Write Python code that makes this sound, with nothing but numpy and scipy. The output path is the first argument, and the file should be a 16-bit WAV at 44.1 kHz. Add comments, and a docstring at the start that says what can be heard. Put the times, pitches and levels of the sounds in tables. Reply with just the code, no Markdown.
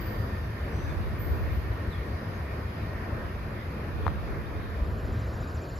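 """A freight train rolls away beyond a steel trestle, heard outdoors from a distance on a hand-held camera.
The bridge rumbles, the wheels roar and squeal thinly, the rails ring faintly and give a few high pings.
Birds call in the trees and a sparrow starts a fast trill. Close up, over a faint hiss, a breeze buffets
the two microphone ports; the camera is tapped and bumped, then zooms in, narrowing its stereo picture."""
import sys
import numpy as np
from scipy import signal
from scipy.fft import rfft, irfft, next_fast_len
from scipy.io import wavfile
from scipy.ndimage import uniform_filter1d, map_coordinates

SR = 44100
rng = np.random.default_rng(int(sys.argv[2]) if len(sys.argv) > 2 else 0)


def store_wav(level_fs):
    """Save 16-bit WAV to argv[1]."""
    pcm = np.round(np.clip(np.atleast_2d(level_fs), -1, 1) * 32767)
    wavfile.write(sys.argv[1], SR, pcm.T.astype(np.int16))


N = 255339
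TOP_HZ = 15700  # the camera's band limit


def amp(db):
    """Decibels to gain."""
    return 10 ** (np.asarray(db) / 20)


def unit(x):
    """Scaled to rms 1."""
    return x / np.sqrt(np.mean(x ** 2) + 1e-20)


def along(points, hz):
    """(f/Hz, value) points read on a log frequency axis."""
    f, v = np.transpose(points)
    return np.interp(np.log(hz + 1), np.log(f + 1), v)


def curves(rows, size=N):
    """One value per sample for each column after the time."""
    s, *cols = np.transpose(rows)
    return [np.interp(np.arange(size) / SR, s, c) for c in cols]


def wobble(per_s):
    """A smooth random curve with per_s knots a second."""
    return map_coordinates(rng.standard_normal(int(N * per_s / SR) + 4), [np.arange(N) * per_s / SR])


def fading(db, db_per_s):
    """A level in dB that falls steadily."""
    return db - db_per_s * np.arange(N) / SR


def swells(rows, floor_db):
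    """Gain of bell-shaped swells (peak t/s, level/dB, rise/s, fall/s) over a floor."""
    t = np.arange(N) / SR
    power = sum(amp(db) ** 2 * np.exp(-((t - s) / np.where(t < s, rise, fall)) ** 2)
                for s, db, rise, fall in rows)
    return np.sqrt(power + amp(floor_db) ** 2)


def filtered(x, response):
    """x times a response of frequency."""
    m = next_fast_len(N + SR // 2)
    return irfft(rfft(x, m) * response(np.fft.rfftfreq(m, 1 / SR)), m)[..., :N]


def shaped(x, spectrum):
    """x through a curve of (f/Hz, gain/dB) points."""
    return filtered(x, lambda hz: amp(along(spectrum, hz)))


def noise(spectrum):
    """Mono noise of rms 1 with the given spectrum."""
    return unit(shaped(rng.standard_normal(N), spectrum))


def narrow(centre_hz, width_hz):
    """Stereo noise of rms 1 from one randomly driven resonance."""
    drive = rng.standard_normal((2, N))
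    return unit(filtered(drive, lambda hz: 1 / (1 + (2 * (hz - centre_hz) / width_hz) ** 2)))


def evened(x, samples, floor):
    """Stereo x divided by its running rms, with a floor added to the power."""
    return x / np.sqrt(np.abs(uniform_filter1d(np.mean(x ** 2, axis=0), size=samples)) + floor)


def add(track, s, sound):
    """Mix a sound into a track from time s on."""
    start = round(s * SR)
    part = sound[..., max(-start, 0):max(N - start, 0)]
    track[..., max(start, 0):max(start, 0) + part.shape[-1]] += part


def rush(spectrum, resonances, patchy_db):
    """Distant stereo noise of rms 1 through resonances, with drifting patches of gain."""
    # likeness of far sound at the two ports: f/Hz, correlation/-1..1
    likeness = [(60, 0.99), (170, 0.97), (350, 0.88), (650, 0.44), (870, -0.11), (1100, 0.23),
                (1500, -0.17), (1850, 0.74), (2250, 0.5), (3100, -0.31), (5200, -0.43), (7000, 0.37)]
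    spectra = signal.stft(rng.standard_normal((2, N)), nperseg=512)[2]
    patches = uniform_filter1d(rng.standard_normal(spectra.shape[1:]), size=5, axis=0)
    patches = unit(uniform_filter1d(patches, size=16, axis=1))
    pair = signal.istft(spectra * amp(patchy_db * patches), nperseg=512)[1][:, :N]

    def response(hz):
        peaks_db = sum(db / (1 + (2 * (hz - centre) / width) ** 2) for centre, width, db in resonances)
        turn = np.arccos(np.clip(along(likeness, hz), -1, 1)) / 2
        return amp(along(spectrum, hz) + peaks_db) * [np.cos(turn), np.sin(turn)]

    mid, side = filtered(pair, response)
    return unit(np.array([mid + side, mid - side]))


def train():
    """Many far wheels blend into the trestle's rumble, a rolling roar and the hiss of the rails."""
    # spectra of rumble, roar and rails: f/Hz, relative level/dB
    rumble_band = [(20, -41), (32, -8.5), (47, 0), (62, 5.5), (76, -0.5), (95, 0), (125, -4.5),
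                   (180, -23.5), (400, -118)]
    roar_band = [(60, -7), (130, 1), (190, 2), (260, -1.5), (330, 0.5), (480, -2), (650, -4), (800, -9),
                 (1000, -6.5), (1500, -11), (2200, -41.5), (5000, -82.5)]
    rail_band = [(600, -7), (1100, -3.5), (1600, 2), (2000, -1.5), (2450, -4), (2900, -9.5), (3800, -13),
                 (4900, -15.5), (6000, -21), (7500, -30), (8300, -37), (9200, -70)]
    # resonances of the trestle and of wheels and rails: f/Hz, width/Hz, lift/dB
    trestle_modes = [(81, 26, 7.5), (108.3, 4.1, 8.5), (151, 18.5, 6), (216.1, 16.4, 5)]
    wheel_modes = [(2210, 28, 3.1), (2438, 35, 4.9), (2940, 23, 2.3), (3070, 70, 2), (3820, 80, 2.9),
                   (4400, 92, 1.4), (4960, 190, 3.5)]
    # the rumble surges as the load shifts: peak t/s, level/dB, rise/s, fall/s
    surges = [(1.6, -32.5, 0.15, 0.26), (4.88, -32, 0.17, 0.64)]
    recede_db_per_s, sway_db = 0.0569, 0.6
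    load = swells(surges, floor_db=fading(-31.5, db_per_s=1.3)) * amp(sway_db * wobble(per_s=12))
    rumble = rush(rumble_band, trestle_modes, patchy_db=3.5)
    rumble = evened(rumble, samples=8000, floor=1e-6)  # the heavy deck evens out single axles' blows
    roar = rush(roar_band, trestle_modes, patchy_db=0.78)
    rails = rush(rail_band, wheel_modes, patchy_db=1.55)
    flutter = wobble(per_s=9)  # moving air on the long path to the microphone
    roar_db = fading(-38, recede_db_per_s) + 1.1 * flutter
    rail_db = fading(-46.5, recede_db_per_s) + 0.2 * flutter
    return load * rumble + amp(roar_db) * roar + amp(rail_db) * rails


def wheel_squeal():
    """Far wheels squeal thinly now and then, over one faint squeal that lingers."""
    # swells of squeal: peak t/s, level/dB, rise/s, fall/s, f/Hz, width/Hz
    squeals = [(.12, -62, .2, .18, 4750, 400), (.86, -74.5, .12, .2, 7748, 20),
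               (1.13, -69, .11, .12, 4930, 90), (1.98, -78.5, .14, .14, 7748, 20),
               (2.2, -68, .1, .12, 4930, 90), (2.75, -68, .12, .12, 4930, 90)]
    out = amp(-86) * narrow(centre_hz=7748, width_hz=20)
    for s, db, rise, fall, hz, width_hz in squeals:
        out += swells([(s, db, rise, fall)], floor_db=-np.inf) * narrow(hz, width_hz)
    return out


def rail_ring():
    """Rolling keeps a few narrow modes of the steel ringing in uneven swells."""
    # one swell per mode: peak t/s, level/dB, rise/s, fall/s, width/Hz, left-right/dB
    rings = [(.17, -54, .3, 0.42, 16, -3), (1.57, -55.5, .35, 1.6, 32, 0.5), (2.7, -56.5, 2.8, 1.8, 24, 1)]
    # pitch of each mode: f/Hz
    ring_hz = [1820, 1852, 1822]
    sway_db = 1.2
    out = np.zeros((2, N))
    for (s, db, rise, fall, width_hz, pan_db), hz in zip(rings, ring_hz):
        ring = narrow(hz, width_hz)
        ring = ring + 0.17 * ring[::-1]  # each side shares a little of the other
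        ring = unit(evened(ring, samples=2500, floor=0.08))  # many wheels drive it without a gap
        ring = unit(ring * amp(sway_db * wobble(per_s=7)))
        out += swells([(s, db, rise, fall)], floor_db=-69) * amp([[pan_db / 2], [-pan_db / 2]]) * ring
    return out


def hiss():
    """A faint high hiss that slowly fades."""
    # spectra shared and opposed between the ports: f/Hz, relative level/dB
    mid_band = [(2000, -10.5), (4500, 12), (7000, -9), (9200, -63), (10600, 9), (12800, 8), (14200, 0.5),
                (15600, -29)]
    side_band = [(7000, -40.5), (9000, -15.5), (9900, 1), (11000, -1.5), (12200, -19.5), (15500, -14.5)]
    pair = noise(mid_band) + amp(0.5) * noise(side_band) * np.array([[1], [-1]])
    return amp(fading(-64, db_per_s=0.5)) * pair


def pings():
    """Very high bursts run along the steel and reach each port differently; one tone rings longest."""
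    # pings from the track: t/s, level/dB, rise/s, t60/s, held tone f/Hz, its relative level/dB
    bursts = [(-.04, -49.5, 0.03, 0.7, 13020, -5), (.045, -53.5, 0.0093, 0.5, 12963, -11),
              (1.18, -42, 0.012, 0.24, 13200, -11), (1.504, -48, 0.014, 0.15, 13200, -24)]
    # spectrum of a burst: f/Hz, relative level/dB
    band = [(10800, -56), (11800, -10), (12500, 0), (12800, -12), (13300, 0), (14200, 4), (14800, 1),
            (15400, -10), (15800, -28)]
    # modes that every ping rings: f/Hz, relative level/dB, t60/s
    steel_modes = [(12498, -19, .45), (12963, -20, .5), (13083, -18, .5), (13160, -17, .65),
                   (13289, -18, .6), (13503, -20, .4)]
    wash_db, wash_t60, held_t60, sizzle_db = -18, 1.1, 1.1, 2.5
    lag_s_per_hz = 6e-6  # lower parts of a burst travel slower and arrive later
    out, t = np.zeros((2, N)), np.arange(SR) / SR
    for s, db, rise, t60, held_hz, held_db in bursts:
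        decay = amp(-60 * t / t60) + amp(wash_db - 60 * t / wash_t60)  # a wash lingers in the rail
        burst = np.array([noise(band)[:SR], noise(band)[:SR]]) * decay
        burst *= amp(sizzle_db * wobble(per_s=80)[:SR])
        ring = np.zeros((2, SR))
        for hz, mode_db, mode_t60 in list(steel_modes) + [(held_hz, held_db, held_t60)]:
            envelope = amp(mode_db + rng.normal(0, 1.4) - 60 * t / mode_t60)
            ring += envelope * np.sin(2 * np.pi * (hz * t + rng.random((2, 1))))
        add(out, s, amp(db) * (1 - np.exp(-t / rise)) * (burst + ring))
    return filtered(out, lambda hz: np.exp(1j * np.pi * lag_s_per_hz * (TOP_HZ - hz) ** 2))


def woods(x, t60, wet_db):
    """A sound from the trees, with their scattered echo at each port."""
    t = np.arange(SR // 2) / SR
    tail = rng.standard_normal((2, len(t))) * amp(-60 * t / t60)
    return x + amp(wet_db) * signal.fftconvolve(x[None], tail / np.linalg.norm(tail[0]), axes=1)[:, :N]


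def chirps():
    """Birds in the trees give short, slightly quavering glides, alone or in fading phrases; among them a far
    wheel squeals thinly, a longer tone rising slowly near 6 kHz."""
    # single notes: t/s, length/s, start f/Hz, end f/Hz, level/dB
    notes = [(.69, 0.26, 5900, 6146, -60.5), (.885, .05, 3600, 3450, -57), (1.713, 0.022, 4400, 3350, -58),
             (1.902, .05, 4250, 3300, -54.5), (1.922, .03, 3750, 3250, -51), (1.94, .05, 3340, 3380, -57),
             (2.32, 0.064, 6200, 6600, -65.5)]
    # phrases of one repeated note: t/s, count, period/s, length/s, start f/Hz, end f/Hz, level/dB
    phrases = [(.005, 4, .0725, 0.018, 5000, 4400, -56), (4.454, 5, .0985, .024, 3500, 3930, -57.5)]
    fade_db_per_note = 1.1
    out = np.zeros(N)
    quaver = 1 + .013 * wobble(per_s=300)
    repeats = [(s + k * period, length, start_hz, end_hz, db - k * fade_db_per_note)
               for s, count, period, length, start_hz, end_hz, db in phrases
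               for k in range(round(count))]
    for s, length, start_hz, end_hz, db in list(notes) + repeats:
        progress = np.linspace(0, 1, int(length * SR))
        glide_hz = start_hz + (end_hz - start_hz) * progress
        pitch_hz = glide_hz * np.roll(quaver, -round(s * SR))[:len(progress)]
        add(out, s, amp(db) * np.sin(np.pi * progress) * np.sin(2 * np.pi * np.cumsum(pitch_hz) / SR))
    return woods(out, t60=.3, wet_db=-4)


def breeze():
    """In each puff, eddies buffet each microphone port on its own and push the two against each other."""
    # spectrum of the buffeting: f/Hz, relative level/dB
    band = [(20, -43), (32, -14), (50, -11), (75, 4), (110, -11), (160, -14.5), (300, -33), (800, -89)]
    # puffs on the ports: peak t/s, level/dB, rise/s, fall/s, left-right/dB
    puffs = [(1.0, -33.5, 0.11, 0.13, -7.5), (1.35, -30, 0.14, 0.19, -2), (3.23, -37.5, 0.027, 0.077, -1.5),
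             (4.04, -35, 0.09, 0.26, -4), (4.6, -41.5, 0.22, 0.39, 1)]
    calm_db = -54.5  # stir of the air between puffs
    eddies = np.array([noise(band), noise(band)])
    force = [swells([(s, db + side * pan_db / 2, rise, fall) for s, db, rise, fall, pan_db in puffs],
                    calm_db) for side in (1, -1)]
    return np.array(force) * unit(eddies - 0.43 * eddies[::-1])


def handling():
    """Soft bumps push both ports alike; taps crack and ring the camera's case near the left port."""
    # low bumps: t/s, level/dB, f/Hz, width/s
    bumps = [(1.323, -19.5, 76.4, 0.0061), (4.075, -21, 90, .007), (4.827, -14.5, 62, 0.0087)]
    # finger taps: t/s, click/dB, thud/dB, left-right/dB, pitch factor, crack/dB, crack edge f/Hz
    taps = [(4.0657, 3.5, -40, 12, 1.03, -43, 5300), (4.0791, -1.5, -23, 14, 1.2, -45, 15000),
            (4.0797, -6, -40, 4, .66, -53, 4500), (4.0925, -20, -45, 16, 1, -56, 4000)]
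    # modes of the case: f/Hz, relative level/dB, t60/s
    case_modes = [(497, -19, 0.015), (954, 5.5, 0.0042), (1670, -5, 0.0039), (3420, -18, 0.0035),
                  (6250, -31, 0.001)]
    ring_rise_s, crack_t60, thud_t60, thud_hz = 0.0014, .004, 0.038, 85
    out, t = np.zeros((2, N)), np.arange(SR // 10) / SR
    from_peak = t - t.mean()
    for s, db, hz, width in bumps:
        bell = np.exp(-(from_peak / width) ** 2 / 2)
        add(out, s - t.mean(), amp(db) * bell * np.cos(2 * np.pi * hz * from_peak))
    for s, click_db, thud_db, pan_db, pitch, crack_db, edge_hz in taps:
        ring = sum(amp(db - 60 * t / t60) * np.sin(2 * np.pi * hz * pitch * t)
                   for hz, db, t60 in case_modes)
        click = amp(click_db) * ring * (1 - np.exp(-t / ring_rise_s)) ** 2
        crack = signal.lfilter(*signal.butter(2, edge_hz, fs=SR), rng.standard_normal(len(t)))
        crack *= amp(crack_db - 60 * t / crack_t60)
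        thud = amp(thud_db - 60 * t / thud_t60) * np.sin(2 * np.pi * thud_hz * t)
        add(out, s, amp([[pan_db / 2], [-pan_db / 2]]) * (crack - click) - thud)
    return out


def trill():
    """A sparrow in the trees repeats one slightly husky syllable, louder and louder."""
    # the syllable, an arch and a falling sweep: t/s, f/Hz, relative level/dB
    syllable = [(0, 6400, -14), (.005, 6900, -3), (.010, 7200, -.5), (.018, 7150, -2), (.021, 6500, -9),
                (.025, 5800, -1.5), (.031, 5250, -.5), (.035, 4850, -4), (.040, 4600, 2.5),
                (.046, 4550, -8)]
    start_s, period_s, attack_s = 4.622, .0707, 0.064
    base_db, grows_db_per_s = -67, 6
    out = np.zeros(N)
    pitch_hz, shape_db = curves(syllable, size=SR // 20)
    quaver = 1 + .014 * wobble(per_s=500)
    for age in np.arange(0, N / SR - start_s, period_s):
        sung_hz = pitch_hz * quaver[round(age * SR):][:len(pitch_hz)] * (1 + rng.normal(0, .006))
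        tone = np.sin(2 * np.pi * np.cumsum(sung_hz) / SR)
        effort = amp(base_db + grows_db_per_s * age) * (1 - np.exp(-age / attack_s))
        add(out, start_s + age, effort * amp(shape_db + rng.normal(0, 1.5)) * tone)
    return woods(out, t60=.32, wet_db=0)


def zoomed(x):
    """Zooming in narrows the stereo picture, least in the midrange, and favours the treble ahead."""
    # course of the zoom: t/s, side/dB, treble/dB, midrange/dB
    zoom = [(0, -0.5, 0.5, 0), (4.8, -3, -4, -0.5), (4.95, -13.5, 0, -5), (5.15, -20, 4, -3),
            (5.79, -27, 3, -5)]
    side_db, treble_db, midrange_db = curves(zoom)
    mid, side = (x[0] + x[1]) / 2, (x[0] - x[1]) / 2
    stays_wide = shaped(side, [(350, -6.5), (800, -8.0), (1700, 1.0), (2400, -12.5), (3800, -38.0)])
    treble = shaped(mid, [(2500, -26.5), (3800, -5.5)])
    midrange = shaped(mid, [(400, -44.5), (900, -3.5), (1500, -12.5), (2200, 4), (3500, -14.0)])
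    mid = mid + (amp(treble_db) - 1) * treble + (amp(midrange_db) - 1) * midrange
    side = stays_wide + amp(side_db) * (side - stays_wide)
    return np.array([mid + side, mid - side])


def scene():
    """Far train, track and birds through the microphone's ports and zoom, plus the noises close up."""
    # the two ports colour the sound differently: f/Hz, left-right/dB
    ports = [(200, 1.5), (380, 0), (700, -3), (1050, 2), (1400, 1), (1900, -2), (2400, -3), (3200, -0.5),
             (4500, 4.5), (8000, -1)]
    outdoors = train() + wheel_squeal() + rail_ring() + pings() + trill() + chirps()
    ported = filtered(outdoors, lambda hz: amp(along(ports, hz) * np.array([[1], [-1]]) / 2))
    return zoomed(ported) + breeze() + handling() + hiss()


def record(dry):
    """The camera keeps nothing above its band limit."""
    return filtered(dry, lambda hz: hz < TOP_HZ)


dry = scene()
out = record(dry)
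store_wav(out)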